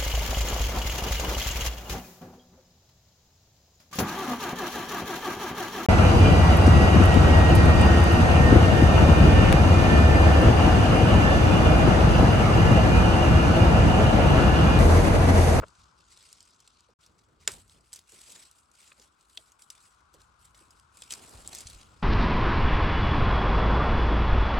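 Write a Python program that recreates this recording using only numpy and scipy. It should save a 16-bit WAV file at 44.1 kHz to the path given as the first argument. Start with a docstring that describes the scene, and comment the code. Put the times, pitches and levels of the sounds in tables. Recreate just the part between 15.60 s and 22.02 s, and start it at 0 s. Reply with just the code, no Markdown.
"""Outdoors in a bamboo thicket, a hand pushes in among the dry stems.
One cane cracks loudly and twigs snap as their fibres tear. Dead leaves rustle and crackle with
countless tiny breaks, bumped stems knock, thud and creak, and a sleeve rubs along them.
Under it lie a low rumble of air on the microphone and a faint wash from far away.
The sound enters two close microphone openings (ports), and the level dips briefly once."""
import sys
import numpy as np
from scipy import signal
from scipy.fft import rfft, irfft
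from scipy.io import wavfile
from scipy.ndimage import uniform_filter1d

SR = 44100
rng = np.random.default_rng(int(sys.argv[2]) if len(sys.argv) > 2 else 0)


def master_out(mix):
    """Clip the mix to full scale and print it as 16-bit PCM to the path in sys.argv[1]."""
    frames = np.transpose(np.atleast_2d(mix))
    ceiling = np.clip(frames, -1, 1)
    pcm = np.round(ceiling * 32767).astype(np.int16)
    wavfile.write(sys.argv[1], SR, pcm)


N = 283322
TIME = np.arange(N) / SR
HZ = np.fft.rfftfreq(N, 1 / SR)

# A "colour" says how strong each frequency is. A "mode" is a note that an object rings at.
CANE_CRACKS = [(1.8764, -14)]  # the cane splitting: t/s, level/dB
CANE_MODES = [(410, 44, -13), (2197, 100, -5.5), (3370, 100, -65), (5000, 260, 6), (5380, 110, -16.5),
              (6000, 110, -4.5), (7040, 170, 11), (7500, 390, -18.5), (8170, 130, 5.5), (9320, 120, -4),
              (10300, 72, -28.5), (10600, 180, -52.5)]  # its ringing wall: f/Hz, width/Hz, level/dB
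FIBRE_COLOUR = [(100, -37), (400, -5.5), (1400, 1), (3500, 12.5), (7000, -1.5), (10000, 14), (12000, -6),
                (15700, -11.5)]  # its tearing fibres: f/Hz, level/dB
SHIVER_COLOUR = [(100, -20), (400, 3.5), (900, 2), (1400, 8.5), (2200, 5), (3500, -2), (8000, -2),
                 (11000, -8), (15700, -21)]  # the split cane shaking: f/Hz, level/dB
TWIG_SNAPS = [(0.083, -52.5, 3580, 0.0033), (0.5735, -50, 4400, 0.004), (0.607, -56.5, 4990, 0.0025),
              (0.7285, -41.5, 6000, 0.0028), (0.8051, -46.5, 6200, 0.0032), (0.8272, -51, 5270, 0.003),
              (0.852, -59, 5070, 0.0065), (0.9063, -58, 5000, 0.0054), (1.002, -53.5, 6300, 0.0072),
              (1.0757, -49.5, 5760, 0.0055), (1.2067, -54, 6760, 0.0018), (1.4621, -53, 4670, 0.0078),
              (1.917, -40, 7740, 0.006), (2.079, -60, 7440, 0.0041), (2.096, -53, 3900, 0.0029),
              (2.208, -62, 8000, 0.0052), (2.3301, -36.5, 7500, 0.0034), (2.3357, -38, 8120, 0.0053),
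              (2.3475, -48, 7240, 0.0045), (2.3594, -43.5, 8000, 0.0095), (2.39, -48.5, 7010, 0.0053),
              (2.5196, -48, 8030, 0.0069), (2.6148, -46, 8400, 0.0037), (2.7193, -45, 7690, 0.006),
              (2.913, -49.5, 7340, 0.0051), (3.115, -56, 5860, 0.0056), (3.3982, -51, 4730, 0.0017),
              (3.7735, -39.5, 3350, 0.0054), (3.9188, -52.5, 8200, 0.0076), (4.0205, -47, 8500, 0.0065),
              (4.1024, -38, 7500, 0.0057), (4.5396, -54, 6730, 0.012), (4.617, -55, 5000, 0.0045),
              (4.8526, -53, 8380, 0.011), (4.9457, -55.5, 2620, 0.0096), (5.1062, -52.5, 7600, 0.009),
              (5.1978, -53.5, 7260, 0.0024), (5.3705, -47.5, 8000, 0.0072), (5.4209, -37.5, 6000, 0.0024),
              (5.5064, -34, 6610, 0.0046), (5.5216, -31.5, 8950, 0.0048), (5.537, -31.5, 5500, 0.0031),
              (5.5484, -46, 7110, 0.0049), (5.6935, -48, 7700, 0.003), (5.876, -30.5, 8700, 0.0011),
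              (5.9289, -41.5, 4060, 0.008), (5.9492, -35, 8000, 0.0044), (5.9554, -38.5, 5900, 0.0057),
              (5.985, -37.5, 7100, 0.0053), (6.006, -39.5, 7070, 0.006), (6.0112, -45, 7980, 0.006),
              (6.0695, -39, 6000, 0.0068), (6.099, -44, 7370, 0.0055)]  # twigs breaking: t/s, level/dB, centre f/Hz, length/s
TWIG_COLOUR = [(100, -64.5), (500, 10.5), (1500, -1.5), (3200, 4), (5000, 6.5), (8000, 8), (10000, 7.5),
               (12000, -2), (15700, -12)]  # shared by all twigs: f/Hz, level/dB
# the hand brushing the leaves: t/s, length/s, level/dB, fizz (top treble) compared with that level/dB
HAND_BRUSHES = [(0.0, 0.083, -67, -4), (0.125, 0.1, -67.5, -6), (0.348, 0.21, -71, -3.5),
                (0.493, 0.045, -60, -4), (0.574, 0.13, -62, 0), (0.76, 0.12, -65, -4.5),
                (0.86, 0.31, -71, -5), (1.401, 0.038, -65, -5), (1.58, 0.0094, -69, -6.5),
                (1.792, .06, -62.5, -8), (1.887, 0.057, -53.5, 1.5), (2.069, 0.074, -66.5, -0.5),
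                (2.237, 0.056, -70.5, -1), (2.319, 0.028, -54.5, -3.5), (2.46, 0.18, -59.5, 1),
                (2.649, 0.12, -56, -0.5), (2.776, 0.094, -63, -2), (2.942, 0.046, -71, 4.5),
                (3.125, 0.047, -67.5, -2.5), (3.159, 0.13, -61.5, -2), (3.367, 0.067, -62.5, -3.5),
                (3.587, 0.038, -66.5, -1.5), (3.651, 0.16, -70.5, 5.5), (3.846, 0.046, -71.5, -2),
                (3.985, 0.033, -67, 5), (4.1, .06, -62, -3), (4.194, 0.068, -66, 2.5),
                (4.297, 0.085, -73.5, -6), (4.529, .015, -69.5, -2), (4.589, 0.024, -65, -2.5),
                (4.785, .08, -69.5, 3.5), (4.939, 0.068, -65.5, 0.5), (5.098, 0.034, -71, 0),
                (5.143, 0.054, -73, -1), (5.313, 0.28, -62, 0.5), (5.5, 0.027, -46, 0.5),
                (5.517, 0.44, -58.5, 1.5), (5.898, 0.1, -51, -5), (6.05, 0.064, -56.5, -1),
                (6.087, .12, -58.5, -6), (6.284, 0.23, -68, -10)]
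LEAF_COLOUR = [(100, -28), (700, -5), (1700, -4.5), (2400, 0), (4800, 1), (6200, -1.5), (8200, 2),
               (10000, -1), (12000, -15), (14000, -21.5), (15700, -23.5)]  # dead leaves rustling: f/Hz, level/dB
FAR_LEAF_COLOUR = [(1500, -4), (5000, 4), (9500, -1.5), (12000, -6), (15700, -8)]  # extra tint on the first, farther leaves: f/Hz, level/dB
CRINKLE_COLOUR = [(500, -22), (2000, -5), (4500, -3.5), (8000, -0.5), (12000, -13.5), (15700, -16.5)]  # leaf veins popping: f/Hz, level/dB
STEM_TAPS = [(3.3182, -52, 1300), (3.318, -49, 2600), (3.7736, -31, 3340), (4.1029, -50.5, 3660),
             (5.4222, -43.5, 3310), (5.507, -39, 3190)]  # thin stems knocking together: t/s, level/dB, f/Hz
TAP_MODES = [(.8, 241, -10.5), (1, 230, 2), (1.14, 260, -12), (1.29, 300, -6), (1.75, 502, -13)]  # a thin stem ringing: multiple of its pitch, width/Hz, level/dB
STEM_THUDS = [(0.002, -33, 95.3, 0.016), (1.287, -55, 564, 0.014), (1.879, -42, 506, 0.011),
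              (1.975, -56, 410, 0.01), (2.521, -55.5, 512, 0.017), (2.691, -57, 544, 0.0035),
              (3.392, -59.5, 570, .014), (3.777, -56, 854, 0.015), (4.541, -53.5, 599, 0.0168),
              (5.008, -55.5, 404, 0.013), (5.745, -49, 87.5, 0.043), (6.055, -43, 87, 0.012),
              (6.124, -45.5, 82, 0.051)]  # bumped stems: t/s, level/dB, starting f/Hz, decay/s
HOLLOW_MODES = [(572, 30, 8), (940, 190, -8.5), (1400, 115, -1.5), (1550, 100, -41), (2760, 470, -17.5)]  # the hollow of the creaking stem: f/Hz, width/Hz, level/dB
CREAK_COLOUR = [(120, -22), (280, -3), (450, 3), (1700, -1.5), (3000, -6), (5000, -10), (12000, -40)]  # the creak: f/Hz, level/dB
SLEEVE_RUBS = [(0.0, 0.067, -66), (0.1, 0.99, -77.5), (1.39, 0.45, -71.5), (1.88, 0.098, -62),
               (2.13, 0.064, -68), (2.345, 0.043, -71.5), (2.51, 0.082, -68), (2.665, 0.1, -65.5),
               (3.375, 0.042, -68), (3.77, 0.055, -73), (4.535, 0.027, -67), (4.95, .2, -75),
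               (5.34, 0.1, -70.5), (5.505, 0.11, -58.5), (5.6, 0.38, -59.5), (6.05, .3, -65)]  # the sleeve sliding on stems: t/s, length/s, level/dB
RUB_COLOUR = [(40, -18), (130, 1), (350, 2), (550, -4.5), (800, -8.5), (1300, -17.5), (2200, -17),
              (5000, -39)]  # cloth rubbing: f/Hz, level/dB
SCRAPE_COLOUR = [(200, -22), (450, -4), (750, 1), (1300, -6), (2200, -15.5), (5000, -30)]  # cloth pressed hard: f/Hz, level/dB
AIR_PUFFS = [(0.0, 0.024, -49.5), (0.18, 0.049, -61.5), (1.88, 0.066, -57.5), (4.55, 0.056, -66.5),
             (5.72, 0.17, -60.5), (6.04, 0.075, -59)]  # puffs hitting the microphone: t/s, length/s, level/dB
DRAUGHT_LEVELS = [(0.0, -67.5), (1.2, -75.5), (2.05, -62.5), (2.4, -73.5), (3.7, -76), (4.4, -72.5),
                  (4.75, -67.5), (5.5, -69.5), (6.42, -59.5)]  # the draught between puffs: t/s, level/dB
RUMBLE_COLOUR = [(10, -28), (30, -17), (55, 3.5), (80, -0.5), (125, -7), (220, -16), (600, -50.5),
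                 (2000, -76)]  # puffs and draught: f/Hz, level/dB
AIR_LEVELS = [(0.0, -69), (0.3, -69.5), (0.55, -74), (2.3, -79), (2.7, -74.5), (3.7, -75), (4.2, -71),
              (6.42, -69.5)]  # distant outdoor air: t/s, level/dB
AIR_COLOUR = [(30, -8), (100, -7), (300, -8.5), (650, -5.5), (1100, 6.5), (1450, 3), (1850, -20.5),
              (2600, -12), (5000, -17.5), (9000, -24), (14000, -57.5)]  # its wash: f/Hz, level/dB
AIR_LEAN = [(200, 1.5), (650, 0.5), (1250, 7.5), (1900, 22), (3000, 2), (9000, 13.5)]  # its balance: f/Hz, left minus right level/dB
PORT_PHASE = [(60, 0), (600, -.4), (1450, -1.2), (2200, .5), (4600, .35), (6100, -.9), (7000, .25),
              (8100, -.3), (9600, -3.14), (11400, -6.1), (12400, -6.6), (13600, -9.4), (15000, -12.4)]  # how far the left port leads the right: f/Hz, phase/rad
PORT_LEAN = [(100, 0), (500, -2), (1300, -1), (2400, 2), (4400, 1.5), (8000, 0)]  # balance of the ports: f/Hz, left minus right level/dB

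DIP_START_S, DIP_END_S = 1.337, 1.39


def cane_crack(fibres_db=-6, shiver_db=-21, shiver_s=0.018):
    """The cane splits: a run of tearing fibres, the short ring of its wall, then a darker shiver."""
    t, out = np.arange(8192) / SR, np.zeros(N)
    for start, db in CANE_CRACKS:
        pops = tear(t, length_s=.003, spiky_db=1.5, after_db=-16, after_s=.006)
        fibres = amp(fibres_db) * peaked(tint(pops, FIBRE_COLOUR))
        split = peaked(fibres + peaked(ring(CANE_MODES, t)))
        shiver = unit(tint(rng.standard_normal(len(t)), SHIVER_COLOUR)) * np.exp(-t / shiver_s)
        fade = np.cos(np.pi / 2 * t / t[-1])
        add(out, start, amp(db) * (split + amp(shiver_db) * shiver) * fade)
    return out


def twig_snaps(focus_db=5, shiver_db=-21):
    """Twigs tear, thin ones high and thick ones lower. One pop stands out, and big twigs shiver on."""
    t, out = np.arange(-256, 3840) / SR, np.zeros(N)
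    hz = np.geomspace(100, 16000, num=24)
    for start, db, centre_hz, length_s in TWIG_SNAPS:
        own_colour = np.transpose([hz, -focus_db * np.log1p(2 * np.log2(hz / centre_hz) ** 2)])
        hardest_pop = 1 + 0.48 * np.exp(-((t - length_s / 4) / 0.00072) ** 2)
        pops = tear(t, length_s, spiky_db=3, after_db=shiver_db + max(db + 40, 0), after_s=0.0057)
        pops = chance_modes(pops * hardest_pop, ripple_db=4, width_bins=30)
        snap = tint(tint(pops, TWIG_COLOUR), own_colour) * (t >= 0)
        add(out, start + t[0], amp(db) * peaked(snap))
    return out


def tear(t, length_s, spiky_db, after_db, after_s):
    """Fibres give way in a quick run of uneven pops, and the splinters shiver on after it."""
    noise, sizes = rng.standard_normal((2, len(t)))
    age = np.maximum(t, 0)
    fade = np.exp(-(age / length_s) ** 2) + amp(after_db) * np.exp(-age / after_s)
    return (t >= 0) * fade * noise * amp(spiky_db * unit(smooth(sizes, 12)))


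def chance_modes(x, ripple_db, width_bins):
    """Each twig favours its own random set of frequencies."""
    spectrum = rfft(x)
    bumps = smooth(smooth(rng.standard_normal(len(spectrum)), width_bins), width_bins)
    return irfft(spectrum * amp(ripple_db * unit(bumps)), len(x))


def leaf_rustle(per_s=1500, clump_db=2.5, grain_s=0.0016, level_db=-0.5, fizz_db=-0.5):
    """Countless tiny breaks come in clumps, over the hiss of leaf sliding on leaf."""
    breaks = random_clicks(per_s, size_db=1.5, limit=4.5)
    power = signal.lfilter([1], [1, -np.exp(-2 / (grain_s * SR))], breaks ** 2)  # each dies away
    clumps = unit(smooth(smooth(rng.standard_normal(N), 300), 150))
    strength = np.sqrt(power / power.mean() + 1) * amp(clump_db * clumps)  # the 1 is the hiss
    rustle = tint(leaf_folding(strength * rng.standard_normal((2, N))), LEAF_COLOUR)
    rustle /= band_rms(rustle, 2500, 8000)
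    # thin leaf edges add fizz at the top, which reaches both ports nearly alike
    top = irfft(rfft(rustle) / (1 + np.exp((7300 - HZ) / 600)), N)
    edges = spread(top / band_rms(top, 8000, 12000), apart=.16)
    body, fizz = hand_brushing()
    sound = amp(level_db) * (body * spread(rustle - top, apart=.44) + amp(fizz_db) * fizz * edges)
    return np.where(TIME < DIP_START_S, tint(sound, FAR_LEAF_COLOUR), sound)


def leaf_folding(x, patch_db=2.5):
    """Papery tones come and go as the leaves fold."""
    spectra = signal.stft(x, nperseg=256, noverlap=192)[2]
    patches = smooth(rng.standard_normal(spectra.shape[1:]), 4, axis=0)  # across frequency
    patches = unit(smooth(patches, 24))  # across time
    return signal.istft(spectra * amp(patch_db * patches), nperseg=256, noverlap=192)[1][:, :N]


def hand_brushing(rest_db=-78.5, rest_fizz_db=-85.5):
    """How strongly the hand stirs the body and the fizz of the rustle; the leaves never quite rest."""
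    body = [(start, length, db) for start, length, db, _ in HAND_BRUSHES]
    fizz = [(start, length, db + extra_db) for start, length, db, extra_db in HAND_BRUSHES]
    shape = dict(rise=0.46, release_s=0.033, linger=0.27)
    return (np.hypot(swells(body, **shape), amp(rest_db)),
            np.hypot(swells(fizz, **shape), amp(rest_fizz_db)))


def leaf_crinkles(per_s=70, level_db=-9, decay_s=.0005):
    """Brittle leaf veins pop out of the rustle, louder when the hand brushes harder."""
    veins = random_clicks(per_s, size_db=3, limit=3.5)
    pops = signal.lfilter([1], [1, -np.exp(-1 / (decay_s * SR))], veins) * rng.standard_normal(N)
    body, _ = hand_brushing()
    return amp(level_db) * body * unit(tint(pops, CRINKLE_COLOUR))


def stem_taps(level_db=-0.5, chatter_s=.002):
    """A hollow stem chatters three times against its neighbour and rings for a few milliseconds."""
    t, out = np.arange(2048) / SR, np.zeros(N)
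    onset = 1 - np.exp(-t / 0.000073)
    for start, db, hz in STEM_TAPS:
        modes = [(multiple * hz, width, mode_db) for multiple, width, mode_db in TAP_MODES]
        knock = np.zeros(len(t))
        for contact, contact_db in enumerate([0, 1, -5]):
            add(knock, contact * chatter_s, amp(contact_db) * ring(modes, t) * onset)
        add(out, start, amp(db + level_db) * peaked(knock))
    return out


def stem_thuds(sag_s=0.047, clean_share=0.66):
    """Bending waves run along a bumped stem. The high ones arrive first, so the dull pitch sags."""
    t, out = np.arange(8192) / SR, np.zeros(N)
    for start, db, hz, decay_s in STEM_THUDS:
        tone = np.exp(2j * np.pi * np.cumsum(hz / (1 + t / sag_s)) / SR)
        # neighbouring stems shake along and blur the pitch
        shake = unit(smooth(rng.standard_normal((2, len(t))), int(SR / hz)))
        blur = clean_share + (1 - clean_share) * (shake[0] + 1j * shake[1])
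        age = 2 * t / decay_s
        thud = (tone * blur).real * age * np.exp(1 - age)
        add(out, start, amp(db) * thud / abs(thud).max())
    return out


def stem_creak(start_s=.019, swell_s=0.021, level_db=-35, slips_per_s=700):
    """Quick, uneven slips ring a hollow stem. The creak swells as the stem is loaded, then lets go."""
    t, out = np.arange(0, 2 * swell_s, 1 / SR), np.zeros(N)
    slips = (rng.random(len(t)) < slips_per_s / SR) + 0.01 * rng.standard_normal(len(t))
    tone = signal.fftconvolve(slips, ring(HOLLOW_MODES, t))[:len(t)]
    tone /= np.sqrt(smooth(tone ** 2, 300) + 1e-12)  # even out the loudness
    past_peak_s = t - swell_s
    swell_db = np.minimum(650 * past_peak_s, -2500 * past_peak_s)  # rise and fall in dB per second
    add(out, start_s, amp(level_db + swell_db) * tone)
    return tint(out, CREAK_COLOUR) * amp([[3], [-2]])  # louder on the left


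def sleeve_rub(level_db=-2, flutter_db=2, scrape_db=-4, firm_db=-60, rest_db=-78.5):
    """Cloth rubs unevenly on the stems. The firmer it presses, the more it scrapes in the middle range."""
    flutter = amp(flutter_db * unit(smooth(rng.standard_normal(N), 800)))
    rub, scrape = noise_pair(RUB_COLOUR) * flutter, noise_pair(SCRAPE_COLOUR) * flutter
    rub /= band_rms(rub, 180, 800)
    scrape /= band_rms(scrape, 180, 800)
    force = np.hypot(swells(SLEEVE_RUBS, rise=.3, release_s=0.051, linger=.1), amp(rest_db))
    pressed = amp(scrape_db) * np.minimum(force / amp(firm_db), 1) ** 0.95
    return amp(level_db) * force * spread(rub + pressed * scrape, apart=0.52)


def air_rumble():
    """A draught and puffs of air buffet the microphone with a low rumble."""
    puffs = swells(AIR_PUFFS, rise=0.26, release_s=0.04, linger=0.24)
    flow = np.hypot(amp(curve(DRAUGHT_LEVELS)), puffs)
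    return flow * spread(unit(noise_pair(RUMBLE_COLOUR)), apart=0.16)


def distant_air(level_db=3):
    """A faint wash from far away, nearly unrelated at the two ports."""
    wash = noise_pair(AIR_COLOUR)
    wash /= band_rms(wash, 900, 1600)
    return amp(curve(AIR_LEVELS) + level_db) * lean(spread(wash, apart=1), AIR_LEAN)


def thicket_echo(x, echo_db=-17, fade_s=0.071):
    """Stems and ground scatter a short, faint tail, different at each port."""
    t = np.arange(SR // 3) / SR
    echoes = rng.standard_normal((2, len(t))) * (rng.random((2, len(t))) < .1)
    echoes *= (t > .003) * amp(-60 * t / fade_s)
    echoes /= np.linalg.norm(echoes, axis=1, keepdims=True)
    return x + amp(echo_db) * signal.fftconvolve(x[None], echoes, axes=1)[:, :N]


def ports(x):
    """Each frequency reaches the two ports with its own timing and level."""
    phase_shift = np.exp(1j * np.outer([.5, -.5], read(PORT_PHASE, HZ)))
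    return lean(irfft(rfft(x) * phase_shift, N), PORT_LEAN)


def ring(modes, t):
    """Fading notes added up; a wide mode starts louder and dies sooner."""
    return sum(amp(db) * width * np.exp(-np.pi * width * t) * np.sin(2 * np.pi * (hz * t + rng.random()))
               for hz, width, db in modes)


def swells(rows, rise, release_s, linger):
    """Each stroke rises for a share of its length, holds, then fades; long ones linger more."""
    power = np.zeros(N)
    for start, length_s, db in rows:
        t = np.arange(0, 2 * length_s + .3, 1 / SR)
        attack = np.sin(np.pi / 2 * np.minimum(t / (rise * length_s), 1))
        release = np.exp(-np.maximum(t - length_s, 0) / (release_s + linger * length_s))
        add(power, start, (amp(db) * attack * release) ** 2)
    return np.sqrt(power)


def random_clicks(per_s, size_db, limit):
    """Clicks at random times, most of them small and a few big."""
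    sizes = amp(size_db * np.minimum(rng.exponential(1, N), limit))
    return sizes * (rng.random(N) < per_s / SR)


def noise_pair(colour):
    """Two unrelated noises of the same colour."""
    return tint(rng.standard_normal((2, N)), colour)


def tint(x, colour):
    """Turns each frequency up or down as a colour table says."""
    hz = np.fft.rfftfreq(x.shape[-1], 1 / SR)
    return irfft(rfft(x) * amp(read(colour, hz)), x.shape[-1])


def spread(pair, apart):
    """Left and right from one shared signal and one that sets them apart."""
    shared, side = pair
    return np.array([shared + apart * side, shared - apart * side]) / np.sqrt(1 + apart ** 2)


def lean(x, table):
    """Tips each frequency toward the left or right."""
    return irfft(rfft(x) * amp(np.outer([.5, -.5], read(table, HZ))), N)


def read(table, hz):
    """Looks up frequencies in a table, on a log scale."""
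    table_hz, value = np.transpose(table)
    return np.interp(np.log(hz + 1), np.log(table_hz + 1), value)


def curve(rows):
    """Joins points in time with straight lines."""
    return np.interp(TIME, *np.transpose(rows))


def add(mix, start_s, sound):
    """Mixes a sound in at its start time."""
    part = mix[max(round(start_s * SR), 0):][:len(sound)]
    part += sound[:len(part)]


def smooth(x, size, axis=-1):
    """A moving average over size points."""
    return uniform_filter1d(x, size, axis=axis)


def amp(db):
    """Turns decibels into a gain."""
    return 10 ** (np.asarray(db) / 20)


def unit(x):
    """Scales to an average strength (rms) of 1."""
    return x / np.sqrt(np.mean(x ** 2) + 1e-20)


def peaked(x):
    """Scales so that the loudest moment has strength 1."""
    return x / np.sqrt(smooth(x ** 2, 64).max())


def band_rms(x, low_hz, high_hz):
    """The average strength between two frequencies."""
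    band = irfft(rfft(x) * ((HZ > low_hz) & (HZ < high_hz)), N)
    return np.sqrt(np.mean(band ** 2))


def scene():
    """The near sounds pass through the ports, over distant air and rumble."""
    hits = twig_snaps() + leaf_crinkles() + stem_taps() + cane_crack() + stem_thuds()
    near = thicket_echo(hits) + leaf_rustle() + sleeve_rub() + stem_creak()
    return ports(near) + distant_air() + air_rumble()


def record(dry, dip_db=-40, cutoff_hz=16100):
    """The level dips briefly to near silence, and the highest treble is cut off."""
    outside_dip = smooth(1. * ((TIME < DIP_START_S) | (TIME > DIP_END_S)), 200)
    gain = outside_dip + amp(dip_db) * (1 - outside_dip)
    low_pass = signal.firwin(511, cutoff_hz, window=("kaiser", 9), fs=SR)
    return signal.oaconvolve(dry * gain, low_pass[None], "same")


dry = scene()
out = record(dry)
master_out(out)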